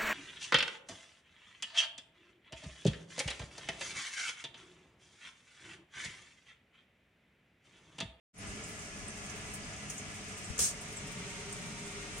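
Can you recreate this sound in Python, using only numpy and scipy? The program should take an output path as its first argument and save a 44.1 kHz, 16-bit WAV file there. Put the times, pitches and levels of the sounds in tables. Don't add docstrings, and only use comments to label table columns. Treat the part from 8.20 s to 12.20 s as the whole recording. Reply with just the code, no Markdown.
import sys
import numpy as np
from scipy import signal
from scipy.fft import rfft, irfft
from scipy.io import wavfile
from scipy.ndimage import uniform_filter1d

SR = 44100
rng = np.random.default_rng(int(sys.argv[2]) if len(sys.argv) > 2 else 0)


def bounce(signal):
    frames = np.transpose(np.atleast_2d(signal))
    limited = np.clip(frames, -1, 1)
    pcm = np.round(limited * 32767).astype(np.int16)
    wavfile.write(sys.argv[1], SR, pcm)


N = 176400

# f/Hz, correlation
STEREO_CORRELATION = [(30, .6), (130, .9), (300, .92), (600, .85), (900, .5), (1200, .45), (1500, -.15),
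                      (2000, .1), (2400, .42), (3500, .05), (5000, -.15), (8000, 0)]
# f/Hz, level/dB
HUM_PARTIALS = [(100, -56), (200, -63)]
# t/s, level/dB
PANEL_LEVEL = [(.3, -57.5), (1.9, -84), (2.3, -91), (2.9, -56.5), (3.3, -56), (3.7, -53), (4, -55)]
# t/s, hold/s, level/dB
THUD_EVENTS = [(0.285, 0.079, -43.5), (1.525, .015, -46), (2.381, .04, -43)]
# t/s, level/dB
TANK_LEVEL = [(.38, -49), (.8, -60), (1.3, -56), (1.8, -47), (2.45, -56.5), (2.76, -54), (2.85, -42.5),
              (2.96, -47), (3.07, -45), (3.16, -60), (3.25, -48), (3.44, -41.5), (3.52, -50), (3.61, -44),
              (3.7, -56), (4, -49.5)]
VENT_STEAM_LEVEL = [(.85, -65), (1.17, -51), (1.4, -56), (1.6, -52.5), (2.25, -51), (2.6, -57),
                    (3.03, -49.5), (3.35, -56), (3.65, -62), (3.95, -52)]
# t/s, gain/dB
FAN_GAIN = [(.33, 1.1), (.8, 0), (1.15, 1.75), (1.6, 0.5), (2.3, 0.5), (2.75, 0.1), (3.05, 1.1), (3.35, 1),
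            (3.7, 1), (3.95, 1.5)]
# f/Hz, left minus right/dB
FAN_PAN = [(40, 5.5), (130, -1.5), (400, 2), (1200, 2), (2200, 0.5), (4000, -2)]
# f/Hz, width/Hz, level/dB
DUCT_MODES = [(208.1, 16, -56), (434.6, 42, -59.5), (2010, 91, -59), (2153, 83, -59.5), (2246, 97, -66)]
# f/Hz, width/Hz, gain/dB
CHAMBER_MODES = [(5820, 450, -6), (6180, 110, 0), (6440, 200, 1), (6760, 130, -4), (6980, 240, -2),
                 (7520, 92, -3.5), (8070, 110, -1.5), (8400, 210, -3.5), (8770, 90, -1)]
# t/s, f/Hz, width/Hz, level/dB
SPIT_EVENTS = [(.180, 9700, 900, -38.5), (0.271, 8400, 700, -44), (.437, 7560, 1300, -40),
               (.588, 7400, 900, -45), (.879, 8430, 500, -41.5), (.903, 6030, 800, -48),
               (1.097, 6070, 2400, -42.5), (1.431, 4750, 350, -48), (1.532, 7200, 900, -47.5),
               (1.561, 6670, 900, -50), (1.699, 6450, 2410, -36.5), (1.779, 6900, 2200, -39),
               (2.119, 6700, 2500, -47), (2.243, 7800, 800, -40), (2.378, 7440, 3500, -36),
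               (2.610, 8560, 2200, -44), (2.769, 7720, 450, -35), (3.324, 8100, 2000, -38)]
# t/s, level/dB, attack/s, decay/s
FIZZ_EVENTS = [(.45, -49, .04, 0.03), (1.150, -49, 0.012, .012), (1.334, -38.5, 0.0046, 0.014),
               (1.694, -41, .008, 0.015), (1.730, -49, .006, .01), (2.038, -53.5, 0.0081, .01),
               (2.175, -47, .005, .006), (2.606, -51, .014, .01), (2.714, -48, .014, .01),
               (2.908, -47, 0.014, .008), (3.318, -49, .011, .01), (3.43, -51, 0.036, .02),
               (3.975, -43.5, 0.0054, .012)]
# f/Hz, level/dB, decay/s
POP_MODES = [(6900, -14.5, 0.00048), (1373, -28.5, 0.0031), (1210, -35, .002), (2700, -28, 0.00092),
             (484, -31, 0.0046)]
# f/Hz, relative density/dB
THUD_SPECTRUM = [(20, -25), (45, 3), (85, -1), (140, -11), (350, -13), (700, -32), (3000, -70)]
FAN_DOOR_SPECTRUM = [(16, -45), (24, -16), (34, -4.5), (98, -4.5), (174, -5.5), (207, -2.5), (257, -10),
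                     (305, -6.5), (371, -17), (413, -7.5), (460, -13), (490, -20), (608, -10.5),
                     (804, -13.5), (896, -19), (1060, -18.5), (1260, -10), (1500, -16.5), (1710, -9.5),
                     (1820, -16.5), (2070, -13), (2740, -14), (3870, -23), (4800, -25), (6240, -41),
                     (10600, -120)]
FAN_TOP_SPECTRUM = [(16, -40), (28, -12), (48, -4.5), (69, -14), (135, -5.5), (199, -5.5), (252, -11.5),
                    (274, -19), (312, -9), (363, -25), (404, -3.5), (470, -25), (580, -11), (677, -20),
                    (754, -11.5), (804, -29), (915, -11.5), (1020, -23), (1110, -16), (1600, -16),
                    (2210, -14.5), (3480, -19), (4800, -26.5), (6240, -55), (10600, -120)]
HISS_SPECTRUM = [(2350, -4), (4000, -8.5), (5160, 0), (6190, -1.5), (7170, -4), (8220, -3), (10800, -13),
                 (11900, -31), (15500, -30)]
FIZZ_SPECTRUM = [(3000, -29), (6000, -6), (9500, 5.5), (11000, -6), (12000, -10), (15500, -11)]
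JET_SPECTRUM = [(590, -41), (1000, -28), (1080, -34), (1230, -17), (1330, -19), (1430, -11), (1940, -15.5),
                (3960, -11), (5400, -5.5), (7270, -1.5), (8640, -2.5), (11500, -15.5), (15500, -23)]
SPRAY_SPECTRUM = [(1000, -24), (2500, -10), (5000, -7), (6400, -11), (7400, -16), (9000, 0), (10700, -1),
                  (11700, -12), (15500, -15)]
# t/s, gain/dB
FADE_IN = [(.132, -54), (.142, -25), (.172, -15.5), (.19, -11), (.225, -4.5)]

TIME_S = np.arange(N) / SR
BIN_HZ = np.arange(N // 2 + 1) * SR / N
SIDES = np.array([[1], [-1]])


def undb(db):
    return 10 ** (np.asarray(db) / 20)


def unit(x):
    return x / np.sqrt(np.mean(x ** 2))


def curve(rows):
    return undb(np.interp(TIME_S, *np.array(rows).T))


def per_bin(rows):
    hz, value = np.array(rows).T
    return np.interp(np.log(BIN_HZ + 1e-9), np.log(hz), value)


def colour(x, spectrum):
    return unit(irfft(rfft(x) * undb(per_bin(spectrum)), N))


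def resonate(x, hz, width_hz):
    b, a = signal.iirpeak(hz, hz / width_hz, fs=SR)
    return unit(signal.lfilter(b, a, signal.lfilter(b, a, x)))


def air():
    mid, side = rfft(rng.standard_normal((2, N)))
    correlation = per_bin(STEREO_CORRELATION)
    return unit(irfft(mid * np.sqrt(1 + correlation) + SIDES * side * np.sqrt(1 - correlation), N))


def wander(rate_hz):
    return unit(irfft(rfft(rng.standard_normal(N)) * np.exp(-(BIN_HZ / rate_hz) ** 2), N))


def burst(start_s, attack_s, hold_s, decay_s):
    t = TIME_S - start_s
    return np.clip(t / attack_s, 0, 1) * np.exp(-np.maximum(t - attack_s - hold_s, 0) / decay_s)


def phone_rise(start_s=2.35, end_s=3.04):
    return np.clip((TIME_S - start_s) / (end_s - start_s), 0, 1)


def room(x, early_db=-12, early_decay_s=0.0086, tail_db=-6, t60_s=0.17):
    t = np.arange(SR // 2) / SR
    noise = rng.standard_normal((2, 2, len(t)))
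    early = undb(early_db) * unit(noise[0] * np.exp(-t / early_decay_s))
    tail = undb(tail_db) * unit(noise[1] * np.exp(-np.log(1000) * t / t60_s))
    response = (t == 0) + (early + tail) / np.sqrt(len(t))
    response /= np.sqrt(np.sum(response ** 2) / 2)
    return signal.fftconvolve(x, response, axes=1)[:, :N]


def hum(panel_hz=401.2, waver_rad=0.13):
    def tone(hz):
        return np.sqrt(2) * np.sin(2 * np.pi * hz * TIME_S + waver_rad * wander(7.1))
    return sum(undb(db) * tone(hz) for hz, db in HUM_PARTIALS) + curve(PANEL_LEVEL) * tone(panel_hz)


def thuds():
    swell = sum(undb(db) * burst(start_s, 0.014, hold_s, 0.015) for start_s, hold_s, db in THUD_EVENTS)
    return swell * colour(air(), THUD_SPECTRUM)


def bump(start_s=2.3015, hz=69, level_db=-31.5, pan_db=16):
    swing = -np.cos(2 * np.pi * hz * (TIME_S - start_s))
    return swing * burst(start_s, 0.00094, 0.0039, 0.0084) * undb(level_db + SIDES * pan_db / 2)


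def rumble():
    return curve(TANK_LEVEL) * resonate(air(), hz=157, width_hz=82)


def vent():
    return curve(VENT_STEAM_LEVEL) * resonate(air(), hz=2480, width_hz=1700)


def standing_waves(x, depth_db=4, spacing_hz=21.906):
    grid_hz = np.arange(0, SR / 2, spacing_hz)
    ripple = np.array([np.interp(BIN_HZ, grid_hz, row) for row in rng.standard_normal((3, len(grid_hz)))])
    common, per_channel = ripple[0], ripple[1:]
    above_bass = np.clip((BIN_HZ - 300) / 1100, 0, 1)
    gain = undb(depth_db * above_bass * (common + .5 * per_channel))
    local_rms = np.sqrt(uniform_filter1d(gain ** 2, size=1200, axis=1))
    return irfft(rfft(x) * gain / local_rms, N)


def fan(door_db=-43, top_db=-42.5, flutter_db=.5):
    door = undb(door_db) * standing_waves(colour(air(), FAN_DOOR_SPECTRUM))
    top = undb(top_db) * standing_waves(colour(air(), FAN_TOP_SPECTRUM))
    rush = np.sqrt(1 - phone_rise()) * door + np.sqrt(phone_rise()) * top
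    duct = sum(undb(db) * resonate(air(), hz, width_hz) for hz, width_hz, db in DUCT_MODES)
    panned = irfft(rfft(rush + duct) * undb(SIDES * per_bin(FAN_PAN) / 2), N)
    return panned * curve(FAN_GAIN) * undb(flutter_db * wander(14))


def chamber(x, direct_db=-1, ring_db=-0.5):
    ring = sum(undb(db) * signal.lfilter(*signal.iirpeak(hz, hz / width_hz, fs=SR), x)
               for hz, width_hz, db in CHAMBER_MODES)
    return undb(direct_db) * x + undb(ring_db) * ring


def boiler(hiss_db=-47.5, nearer_db=1.1, flicker_db=.5,
           simmer_db=-55, bursts_per_s=110, spread_db=2, decay_s=0.015):
    onsets = rng.random(N) < bursts_per_s / SR
    kicks = onsets * undb(spread_db * rng.standard_normal(N))
    envelope = signal.lfilter([1], [1, -np.exp(-1 / (decay_s * SR))], kicks)
    simmer = resonate(envelope * air(), hz=8030, width_hz=3400)
    hiss_gain = undb(hiss_db + nearer_db * phone_rise() + flicker_db * wander(14))
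    return hiss_gain * colour(air(), HISS_SPECTRUM) + undb(simmer_db) * simmer


def drops():
    spits = 0
    for start_s, hz, width_hz, db in SPIT_EVENTS:
        band = resonate(rng.standard_normal((2, N)), hz, width_hz)
        spits += undb(db) * burst(start_s, attack_s=0.0012, hold_s=0.0025, decay_s=0.0097) * band
    fizz_envelope = sum(undb(db) * burst(start_s, attack_s, 0.0052, decay_s)
                        for start_s, db, attack_s, decay_s in FIZZ_EVENTS)
    return spits + fizz_envelope * colour(air(), FIZZ_SPECTRUM)


def puff(start_s=2.388, pop_s=2.3922, dry_s=2.512, attack_s=0.0031,
         jet_db=-26.5, sputter_db=1.5, spray_db=-30):
    cutoff = np.exp(-np.maximum(TIME_S - dry_s, 0) / 0.0084)
    flow = burst(start_s, attack_s, hold_s=0.062, decay_s=0.042) * cutoff
    jet = undb(jet_db + sputter_db * wander(700)) * flow * colour(air(), JET_SPECTRUM)
    spray_flow = burst(start_s, attack_s, hold_s=0.022, decay_s=0.022)
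    spray = undb(spray_db) * spray_flow * colour(air(), SPRAY_SPECTRUM)
    pop = sum(undb(db) * burst(pop_s, 0.00015, 0.00012, decay_s)
              * np.sin(2 * np.pi * hz * (TIME_S - pop_s)) for hz, db, decay_s in POP_MODES)
    return jet + spray + pop


def scene():
    background = fan() + hum() + rumble() + vent() + bump() + thuds()
    return background + room(chamber(boiler() + drops() + puff()))


def record(dry, top_hz=15800):
    fade = curve(FADE_IN) * (TIME_S > FADE_IN[0][0])
    lowpass = signal.ellip(10, .2, 70, top_hz, fs=SR, output="sos")
    return signal.sosfilt(lowpass, dry * fade)


dry = scene()
out = record(dry)
bounce(out)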